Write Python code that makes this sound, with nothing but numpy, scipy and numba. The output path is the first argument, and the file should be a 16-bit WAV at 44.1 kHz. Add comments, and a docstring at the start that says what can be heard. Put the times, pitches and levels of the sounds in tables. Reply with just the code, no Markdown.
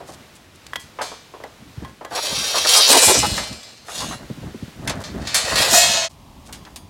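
"""Long steel reinforcing bars are drawn over each other and through a bending jig on a building site. Stick-
slip friction drives their bending modes, so they scrape and ring; impacts make them clink, and bare soil damps
them to a dull slap. A tool knocks on the timber jig; feet shuffle, and whipping bars thud low. Near the end the
scene changes to a quieter spot under trees, where thin bars click lightly together."""
import sys
import numpy as np
from scipy import signal
from scipy.fft import rfft, irfft
from scipy.io import wavfile
from scipy.ndimage import uniform_filter1d, map_coordinates
from numba import njit

SR = 44100
rng = np.random.default_rng(int(sys.argv[2]) if len(sys.argv) > 2 else 0)


def waveform_to_disk(signal):
    """Save audio, clipped to [-1, 1], as 16-bit WAV at the path in sys.argv[1]."""
    frames = np.transpose(np.atleast_2d(signal))
    scaled = np.clip(frames, -1, 1) * 32767
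    samples = np.round(scaled).astype(np.int16)
    wavfile.write(sys.argv[1], SR, samples)


N = 303849
T = np.arange(N) / SR
SCENE_CHANGE_S = 6.087
HAND_BAR_HZ = 1.1505  # base of the mode series of the bar in the hand

# The longest-ringing modes of the bar in the hand, in Hz.
HAND_MODES = [2342, 3600, 4177, 4400, 4570, 5030, 5240, 5954, 6320, 6580, 7520, 10372]
# Spectral envelope of the steel. Each row: frequency in Hz, relative level in dB.
STEEL = [(280, -28.5), (590, -6.5), (1000, -6), (1350, -7.5), (1730, -4), (2250, -6), (3980, -1.5),
         (8650, -9.5), (15100, -25.5)]
# A bar slaps soil or timber. Each row: start in seconds, level in dB, band centre in Hz.
SLAPS = [(.003, -33, 514), (.088, -35, 500), (.987, -25.5, 845), (1.009, -22, 730), (1.116, -34, 560),
         (1.338, -34.5, 586), (1.401, -35.5, 540), (1.438, -31, 564), (2.01, -32, 585), (2.049, -31, 650),
         (3.377, -21, 1010), (3.883, -31.5, 890), (4.875, -23.5, 1470), (4.898, -26.5, 845),
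         (5.52, -22, 890), (5.735, -16.5, 790), (6.49, -43, 930), (6.665, -41.5, 1000)]
# A dragged bar meets a clod. Each row: start and length in seconds, level in dB, band centre in Hz.
BUMPS = [(2.108, 0.053, -26, 730), (2.159, 0.032, -21.5, 644), (2.231, 0.1, -29.5, 610),
         (2.538, 0.048, -21.5, 680), (2.646, 0.0088, -17, 770), (2.742, 0.061, -18, 767),
         (2.875, .045, -19, 650), (2.928, 0.044, -10, 600), (3.018, 0.017, -17, 610),
         (3.076, 0.041, -13, 517), (3.145, 0.014, -21, 625), (3.224, 0.027, -16.5, 635),
         (4.001, 0.043, -29, 746), (4.105, 0.034, -29.5, 780)]
# Steel slides on steel. Each row: start, fastest moment and stop in seconds, drive level in dB,
# rise and fall in dB per second, bass shelf and treble offset in dB, dB of treble lost per dB
# of level, relative level of the soil's grinding in dB.
SLIDES = [(2.098, 2.796, 2.9, -16.5, 20.5, 10, -2.5, -4, 0, -14),
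          (2.846, 3.037, 5, -14.5, 3, 46.5, -4.5, -1.5, .4, -8.5),
          (3.846, 4.021, 4.21, -28.5, 53, 83, -3.5, -4, 0, -10.5),
          (5.176, 5.622, 5.75, -17, 58, 80, 1.5, -3, 0.8, -7),
          (5.65, 5.724, 6.15, -13, 75, 37.5, -1.5, -1, 1.5, -21)]


def undb(db):
    """Amplitude ratio for a level in decibels."""
    return 10 ** (np.asarray(db) / 20)


def unit(x):
    """Normalisation to an rms of 1."""
    return x / np.sqrt(np.mean(x ** 2))


def unit_energy(x):
    """A response of unit energy preserves the power of white noise."""
    return x / np.sqrt(np.sum(x ** 2))


def add(out, start_s, x):
    """Superposition of a short sound on the mix."""
    i = max(int(start_s * SR), 0)
    out[i:i + len(x)] += x[:N - i]


def peak_level(x, db, size=220):
    """Scaling that brings the highest short-time rms to the given level."""
    return x * undb(db) / np.sqrt(uniform_filter1d(x ** 2, size).max())


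def colour(x, spectrum, size=4096):
    """Minimum-phase filter through (Hz, dB) points, built by folding the cepstrum."""
    hz, db = np.transpose(spectrum)
    grid = np.maximum(np.fft.rfftfreq(size, 1 / SR), 1)
    magnitude = undb(np.interp(np.log(grid), np.log(hz), db))
    cepstrum = irfft(np.log(magnitude))
    cepstrum[1:size // 2] *= 2
    cepstrum[size // 2 + 1:] = 0
    response = irfft(np.exp(rfft(cepstrum)))
    return signal.oaconvolve(x, response)[:len(x)]


def band(x, hz, ratio, order=2):
    """Band-pass filter from hz / ratio to hz * ratio."""
    edges = [hz / ratio, min(hz * ratio, SR / 2 - 1000)]
    return signal.sosfilt(signal.butter(order, edges, "band", fs=SR, output="sos"), x)


def brighten(x, db, corner_hz=7500):
    """Treble shelf: a harder contact carries more high-frequency energy."""
    top = signal.sosfiltfilt(signal.butter(3, corner_hz, "high", fs=SR, output="sos"), x)
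    return x + (undb(db) - 1) * top


def walk(rate):
    """Smooth random modulation of rms 1, with `rate` new values a second."""
    step = int(SR / rate)
    stairs = np.repeat(rng.standard_normal(N // step + 1), step)[:N]
    return unit(uniform_filter1d(stairs, step))


def hump(middle_s, length_s):
    """Half-cosine envelope that swells and fades."""
    return np.cos(np.pi * np.clip((T - middle_s) / length_s, -.5, .5))


def swells(rows):
    """Summed envelope of several humps, each at its own level."""
    return sum(undb(db) * hump(middle, length) for middle, length, db in rows)


def friction(rate, spread_db, judder_db, judder_rate):
    """Stick-slip force: tiny uneven impulses, `rate` a second, come in fits as ribs and grit catch."""
    hits = (rng.random(N) < rate / SR) * rng.standard_normal(N)
    strength_db = spread_db * rng.standard_normal(N) + judder_db * np.tanh(walk(judder_rate))
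    return unit(hits * undb(strength_db))


def crack(t60, size=SR):
    """Contact transient: noise that decays exponentially, by 60 dB in t60 seconds."""
    decay = np.exp(-np.log(1000) * T[:size] / t60)
    return unit_energy(rng.standard_normal(size) * decay)


@njit
def ring(hz, gain, t60, size):
    """Free vibration as a sum of damped sinusoids."""
    out, phasors = np.zeros(size), gain + 0j
    pole = np.exp((2j * np.pi * hz - np.log(1000) / t60) / SR)
    for i in range(size):
        for k in range(len(phasors)):
            phasors[k] *= pole[k]
            out[i] += phasors[k].imag
    return out


def bar(base_hz, t60, split=0.0041, damping_hz=11000, size=SR):
    """Bending modes of a rod rise with the square of their number, a little slower at the top."""
    hz = base_hz * (np.arange(12, 122) + .5) ** 2
    hz = hz / np.sqrt(1 + hz / 200000)
    # the ribs give the second bending plane a weaker set of slightly detuned modes
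    weight = np.outer([1, .5], hz ** .25).ravel()
    hz = np.concatenate([hz, hz * (1 + split * rng.standard_normal(len(hz)))])
    # the point of contact decides how strongly each mode takes part
    gain = weight * np.cos(2 * np.pi * rng.random(len(hz)))
    return unit_energy(ring(hz, gain, t60 / (1 + (hz / damping_hz) ** 2), size))


def strong_modes(modes, t60, damping_hz=11000):
    """A few prominent resonances; damping grows with frequency, so high ones are weak and brief."""
    hz = np.array(modes, float)
    rolloff = 1 / (1 + (hz / damping_hz) ** 2)
    return unit_energy(ring(hz, rolloff * rng.choice([-1, 1], len(hz)), t60 * rolloff, SR))


def effort(slide):
    """Level follows sliding speed: in dB, a steady rise to 0 at the fastest moment, then a fall."""
    _, fastest, _, _, rise, sag = slide[:6]
    return -rise * np.maximum(fastest - T, 0) - sag * np.maximum(T - fastest, 0)


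def stroke(slide, grip_s=0.061, let_go_s=0.091):
    """Amplitude envelope of a slide, from taking hold to coming to rest."""
    start, _, stop, db = slide[:4]
    moving = np.clip((T - start) / grip_s, 0, 1) * np.clip((stop - T) / let_go_s, 0, 1)
    return moving * undb(db + effort(slide))


def outdoors(spectrum, db, waver_db=1.1):
    """Leaves and distant traffic add incoherently to a gently wavering, coloured noise."""
    return unit(colour(rng.standard_normal(N), spectrum)) * undb(db + waver_db * walk(rate=7))


def site_air():
    """Broadband ambient noise on the open site."""
    # Ambient spectrum. Each row: frequency in Hz, relative level in dB.
    air_spectrum = [(25, -8.5), (75, 1), (364, -2), (569, -3.5), (3870, -9), (8980, -18.5), (16000, -25.5)]
    # Ambient loudness. Each row: time in seconds, level in dB.
    air_level = [(0, -48), (3.8, -50), (4.3, -45.5)]
    times, levels_db = np.transpose(air_level)
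    return outdoors(air_spectrum, np.interp(T, times, levels_db))


def shade_air():
    """Ambient noise under the trees, weighted to low frequencies."""
    # Ambient spectrum. Each row: frequency in Hz, relative level in dB.
    shade_spectrum = [(18, -45), (30, -10), (59, -2), (245, -8), (473, -20), (666, -16), (1070, -14),
                      (1430, -29), (3000, -25), (16000, -39.5)]
    return outdoors(shade_spectrum, db=-46)


def rustles():
    """Dry leaves and grit, brushed by hands and bars, emit fits of tiny impulses."""
    # Brushing movements. Each row: middle and length in seconds, level in dB.
    brushes = [(.11, 0.13, -49.5), (.36, 0.039, -49.5), (.555, 0.036, -53), (5.22, 0.022, -44),
               (6.125, .07, -50.5), (6.48, .1, -53)]
    crackle = friction(rate=3000, spread_db=1, judder_db=7, judder_rate=60)
    return swells(brushes) * unit(band(crackle, hz=5200, ratio=1.78))


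def grind(gain, grit_db, lumps_rate, lumps_db=2.5):
    """Friction on soil grinds it and cracks grit; lumps modulate the amplitude."""
    # Spectrum of grinding soil. Each row: frequency in Hz, relative level in dB.
    soil_spectrum = [(200, -23), (462, -0.5), (600, 4), (824, -2.5), (1200, -6.5), (2000, -7), (2800, -58)]
    soil_force = friction(rate=1500, spread_db=1, judder_db=1.5, judder_rate=70)
    grit_force = friction(rate=600, spread_db=3, judder_db=3, judder_rate=25)
    soil = unit(colour(soil_force, soil_spectrum))
    grit = unit(band(grit_force, hz=4500, ratio=2))
    lumps = unit(undb(lumps_db * walk(lumps_rate)))
    return gain * lumps * (soil + undb(grit_db) * grit)


def shuffles(rumble_db=-2, soil_db=-9, resting_db=-53):
    """Each shift of stance swells a low, uneven rumble and adds the friction of soles on soil."""
    # Movements of feet and clothes. Each row: middle and length in seconds, base level in dB.
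    shifts = [(0.12, 0.23, -42), (1.85, 0.15, -36), (2.392, 0.21, -33), (3.247, 0.73, -31.5),
              (4.13, 0.47, -34.5), (4.476, 0.17, -35.5), (4.918, 0.34, -28.5), (5.183, 0.3, -30),
              (5.656, 0.87, -33.5), (6.59, 0.43, -46)]
    # Spectrum of the rumble. Each row: frequency in Hz, relative level in dB.
    feet_spectrum = [(21, -30), (35, -13), (59, 1), (140, 0), (258, -3), (400, -11), (700, -73.5)]
    moving = swells(shifts)
    uneven_noise = rng.standard_normal(N) * undb(4.3 * walk(rate=35))
    rumble = unit(colour(uneven_noise, feet_spectrum))
    scuff = grind(moving * undb(soil_db), grit_db=-14, lumps_rate=35)
    return (moving * undb(rumble_db) + undb(resting_db)) * rumble + scuff


def thuds(boost_db=1.5, glide_s=0.0108, peak_s=0.011, scuff_t60=0.099, size=9000):
    """A soft impact excites only low frequencies: a few cycles that sink in pitch, and a scuff."""
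    # Low thuds of a whipping bar, a slow bending wave. Each row: start in seconds, level before the boost in
    # dB, nominal pitch in Hz.
    whip_thuds = [(1.615, -40, 190), (1.773, -27, 89), (1.822, -31, 177), (2.901, -23.5, 311),
                  (3.148, -26, 327), (3.275, -26.5, 150), (3.312, -24.5, 87), (3.506, -32.5, 129),
                  (4.3, -24, 147.4), (4.374, -32, 172), (4.431, -35, 230), (4.543, -30, 210),
                  (4.624, -25.5, 139), (4.675, -34, 186), (4.969, -28.5, 143), (5.144, -31.5, 212),
                  (5.22, -33, 162), (5.722, -25, 242)]
    out, t = np.zeros(N), T[:size]
    swell = (t / peak_s * np.exp(1 - t / peak_s)) ** 3
    for start, hit_db, hz in whip_thuds:
        sinking_hz = hz * (0.72 + 0.96 * np.exp(-t / glide_s))
        phase = 2 * np.pi * np.cumsum(sinking_hz) / SR
        thump = unit_energy(swell * np.sin(phase))
        scuff = unit_energy(band(crack(scuff_t60, size), hz, ratio=1.75))
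        add(out, start, peak_level(thump + 1.04 * scuff, hit_db + boost_db))
    return out


def taps(t60=0.015, tail_t60=0.25, rise_s=0.00078):
    """Impact of the bending tool on the timber jig: a crack, a damped hollow resonance and a tail."""
    # Knocks. Each row: start in seconds, level in dB, band centre in Hz, crack and tail in relative dB.
    knocks = [(.733, -21, 1360, -10, -15), (0.757, -20.5, 2600, 0, -6), (1.437, -32.5, 1750, 0, -5),
              (1.848, -32, 1000, -9.5, 0), (2.048, -31, 1600, 1, -1)]
    # Resonances of tool and timber, in Hz.
    timber_modes = [1060, 1675, 1970, 3220, 3350]
    out, attack = np.zeros(N), 1 - np.exp(-T[:SR] / rise_s)
    for start, hit_db, hz, crack_db, tail_db in knocks:
        body = strong_modes(timber_modes, t60) + undb(tail_db) * strong_modes(timber_modes, tail_t60)
        snap = unit_energy(band(crack(t60=0.034), hz=1200, ratio=2.15, order=1))
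        hit = unit_energy(band(body, hz, ratio=1.26, order=1)) + undb(crack_db) * snap
        add(out, start, peak_level(hit * attack, hit_db))
    return out


def ploughing():
    """Friction of each sliding bar's far end in the soil follows the envelope of its stroke."""
    drag = sum(stroke(slide) * undb(soil_db) for *slide, soil_db in SLIDES)
    return grind(drag, grit_db=-19, lumps_rate=55)


def bumps(rise_s=0.0041, release_t60=0.043, t60=0.05, crunch_db=-3, size=12000):
    """Forced vibration: a dragged bar chatters over a clod, which drives its low, choked modes."""
    out, t = np.zeros(N), T[:size]
    for start, length, hit_db, hz in BUMPS:
        release = np.exp(-np.log(1000) * np.maximum(t - length, 0) / release_t60)
        contact = np.minimum(t / rise_s, 1) * release
        body = bar(HAND_BAR_HZ, t60, size=size) + undb(crunch_db) * crack(t60 / 2, size)
        chatter = signal.fftconvolve(contact * rng.standard_normal(size), body)[:size]
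        add(out, start, peak_level(band(chatter, hz, ratio=1.71), hit_db))
    return out


def slaps(crunch_db=-4, settle_db=-9, rise_s=0.0008, size=16000):
    """Soil damps a bar at once, leaving a dull clack, a crunch and crumbs that settle."""
    out, attack = np.zeros(N), 1 - np.exp(-T[:size] / rise_s)
    for start, hit_db, hz in SLAPS:
        crunch = undb(crunch_db) * crack(t60=0.35, size=size)
        crumbs = undb(settle_db) * crack(t60=0.43, size=size)
        clack = bar(base_hz=1.15, t60=0.13, size=size)
        hit = (clack + crunch + crumbs) * attack
        add(out, start, peak_level(band(hit, hz, ratio=1.74), hit_db))
    return out


def clinks(treble_db=8, hand_db=-4, thin_db=-11):
    """Two bars collide with a crack, then vibrate freely until hand or soil damps them."""
    # Collisions. Each row: start in seconds, level in dB, treble offset in dB, decay time in seconds.
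    collisions = [(.666, -35, -2, 0.036), (0.797, -41, 5, 0.4), (1.016, -28, -4, 0.76),
                  (2.65, -22, -3, 0.057), (2.929, -7.5, 1, 0.045), (3.372, -27, -6, 0.65),
                  (4.875, -22.5, 0, 0.11), (4.896, -22, -5, .14), (5.039, -30.5, -14, 0.39),
                  (5.272, -24, -11, 0.53), (5.344, -13, -0.5, 0.52), (6.526, -33, -1, 0.22),
                  (6.651, -39.5, -20, 0.066), (6.76, -31, 1.5, 0.11)]
    # Resonances of the thin bars under the trees, in Hz.
    thin_modes = [3360, 4760, 6500, 9109, 9900, 10840, 13000, 14500]
    out = np.zeros(N)
    for start, hit_db, top_db, t60 in collisions:
        rods = bar(HAND_BAR_HZ, t60) + .5 * bar(1.3, t60) + .5 * crack(t60 / 3)
        if start < SCENE_CHANGE_S:
            tones = undb(hand_db) * strong_modes(HAND_MODES, t60)
        else:
            tones = undb(thin_db) * strong_modes(thin_modes, t60=0.43)
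        hit = unit_energy(colour(rods, STEEL)) + tones
        add(out, start, peak_level(brighten(hit, top_db + treble_db), hit_db))
    return out


def waver(x, shift, rate):
    """Frequency modulation: moving contacts pull the modes up and down by the rms fraction `shift`."""
    position = np.cumsum(1 + shift * walk(rate)).clip(0, N - 1)
    return map_coordinates(x, [position], order=5)


def screeches():
    """A rib catches on a steel edge, and stick-slip drives one band of the bar's modes."""
    # Catching ribs. Each row: middle and length in seconds, level in dB, band centre in Hz.
    catches = [(2.793, 0.18, -15.5, 4300), (2.772, 0.067, -16.5, 8200), (2.884, 0.076, -16, 5200),
               (3.056, 0.18, -14, 8030), (3.153, 0.14, -19, 6460), (3.981, 0.043, -29, 4430),
               (5.608, 0.16, -19.5, 3920), (5.76, .13, -17.5, 6600)]
    out = np.zeros(N)
    force = friction(rate=5000, spread_db=1, judder_db=3, judder_rate=90)
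    for middle, length, level_db, hz in catches:
        voice = unit_energy(band(bar(HAND_BAR_HZ, t60=0.14), hz, ratio=1.27))
        out += signal.oaconvolve(force * hump(middle, length) * undb(level_db), voice)[:N]
    return waver(out, shift=.003, rate=40)


def jolts(most_db=1.5, peak_s=0.05):
    """Each bounce on the ground briefly raises the friction of a sliding bar; the rise is in dB."""
    ages = (np.maximum(T - start, 0) / peak_s for start, *_ in SLAPS + BUMPS)
    return most_db * np.minimum(sum(age * np.exp(1 - age) for age in ages), 1)


def travelling_contact(force, bars, rasp_db, wander_db=6, points=3):
    """Modal coupling changes as the contact travels along the bars, given as (base Hz, t60 s)."""
    shares = undb([wander_db * walk(rate=18) for _ in range(points)])
    out = 0
    for share in shares / np.linalg.norm(shares, axis=0):
        body = sum(bar(hz, t60) for hz, t60 in bars) + undb(rasp_db) * crack(t60=0.022)
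        response = unit_energy(colour(body, STEEL))
        out = out + signal.oaconvolve(force * share, response)[:N]
    return out


def scrape(slide, bite_db, bars, rasp_db, modes, modes_db, t60, treble_db=8.0, flicker_db=2.5):
    """Friction drives the steel's resonances, brighter the faster it slides and the harder it bites."""
    *_, low_db, offset_db, dulling, _ = slide
    resonance = undb(modes_db) * strong_modes(modes, t60)
    force = friction(rate=1800, spread_db=3, judder_db=4, judder_rate=65) * stroke(slide) * undb(bite_db)
    top_db = treble_db + offset_db + dulling * (effort(slide) + bite_db)
    top_db += flicker_db * np.tanh(walk(rate=16))
    force = brighten(force, top_db, corner_hz=8060)
    bass_shelved = undb(low_db) * brighten(force, -low_db, corner_hz=2570)
    return travelling_contact(bass_shelved, bars, rasp_db) + signal.oaconvolve(force, resonance)[:N]


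def pulls():
    """Five slides of steel on steel; in three, contact couples in a neighbour of another length."""
    # Prominent resonances of bars lying on each other in the jig, in Hz.
    jig_modes = [3220, 3700, 3989, 4000, 4210, 4880, 5663, 5968]
    # Resonances of a lightly nudged bar, in Hz.
    nudge_modes = [4000, 4183, 6300, 10498, 10740]
    # Resonances of the whole bundle, in Hz.
    bundle_modes = [656.8, 706, 2562, 5188, 5916, 6691, 7101, 7639]
    bite_db = jolts()
    first = scrape(SLIDES[0], bite_db, bars=[(1.433, .28), (HAND_BAR_HZ, .28)], rasp_db=2,
                   modes=jig_modes, modes_db=-5.5, t60=0.71)
    run_out = scrape(SLIDES[1], bite_db, bars=[(HAND_BAR_HZ, .42)], rasp_db=0,
                     modes=HAND_MODES, modes_db=-10, t60=1.22)
    nudge = scrape(SLIDES[2], bite_db, bars=[(HAND_BAR_HZ, .25)], rasp_db=3,
                   modes=nudge_modes, modes_db=-9.5, t60=0.3)
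    shove = scrape(SLIDES[3], bite_db, bars=[(1.1, .34), (HAND_BAR_HZ, .41)], rasp_db=3.5,
                   modes=bundle_modes, modes_db=-8.5, t60=0.069)
    last = scrape(SLIDES[4], bite_db, bars=[(1.228, .7), (HAND_BAR_HZ, .5)], rasp_db=1,
                  modes=bundle_modes, modes_db=-5.5, t60=0.3)
    return waver(first + run_out + nudge + shove + last, shift=0.001016, rate=49)


def scene():
    """Superposition of the sources: the site gives way to the trees; knocks and feet sound in both."""
    site_fade = np.clip((SCENE_CHANGE_S - T) / 0.036, 0, 1)
    shade_fade = np.clip((T - SCENE_CHANGE_S) / 0.016, 0, 1)
    site = (pulls() + screeches() + ploughing() + site_air()) * site_fade
    shade = shade_air() * shade_fade
    return (site + shade + shuffles() + rustles() + clinks() + slaps() + bumps() + taps() + thuds())[None]


def record(dry, ceiling=0.92, top_hz=16000):
    """Soft saturation rounds the highest peaks, and a steep low-pass filter cuts the top."""
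    rounded = dry / (1 + (dry / ceiling) ** 8) ** (1 / 8)
    return signal.sosfilt(signal.ellip(10, .2, 80, top_hz, fs=SR, output="sos"), rounded)


dry = scene()
out = record(dry)
waveform_to_disk(out)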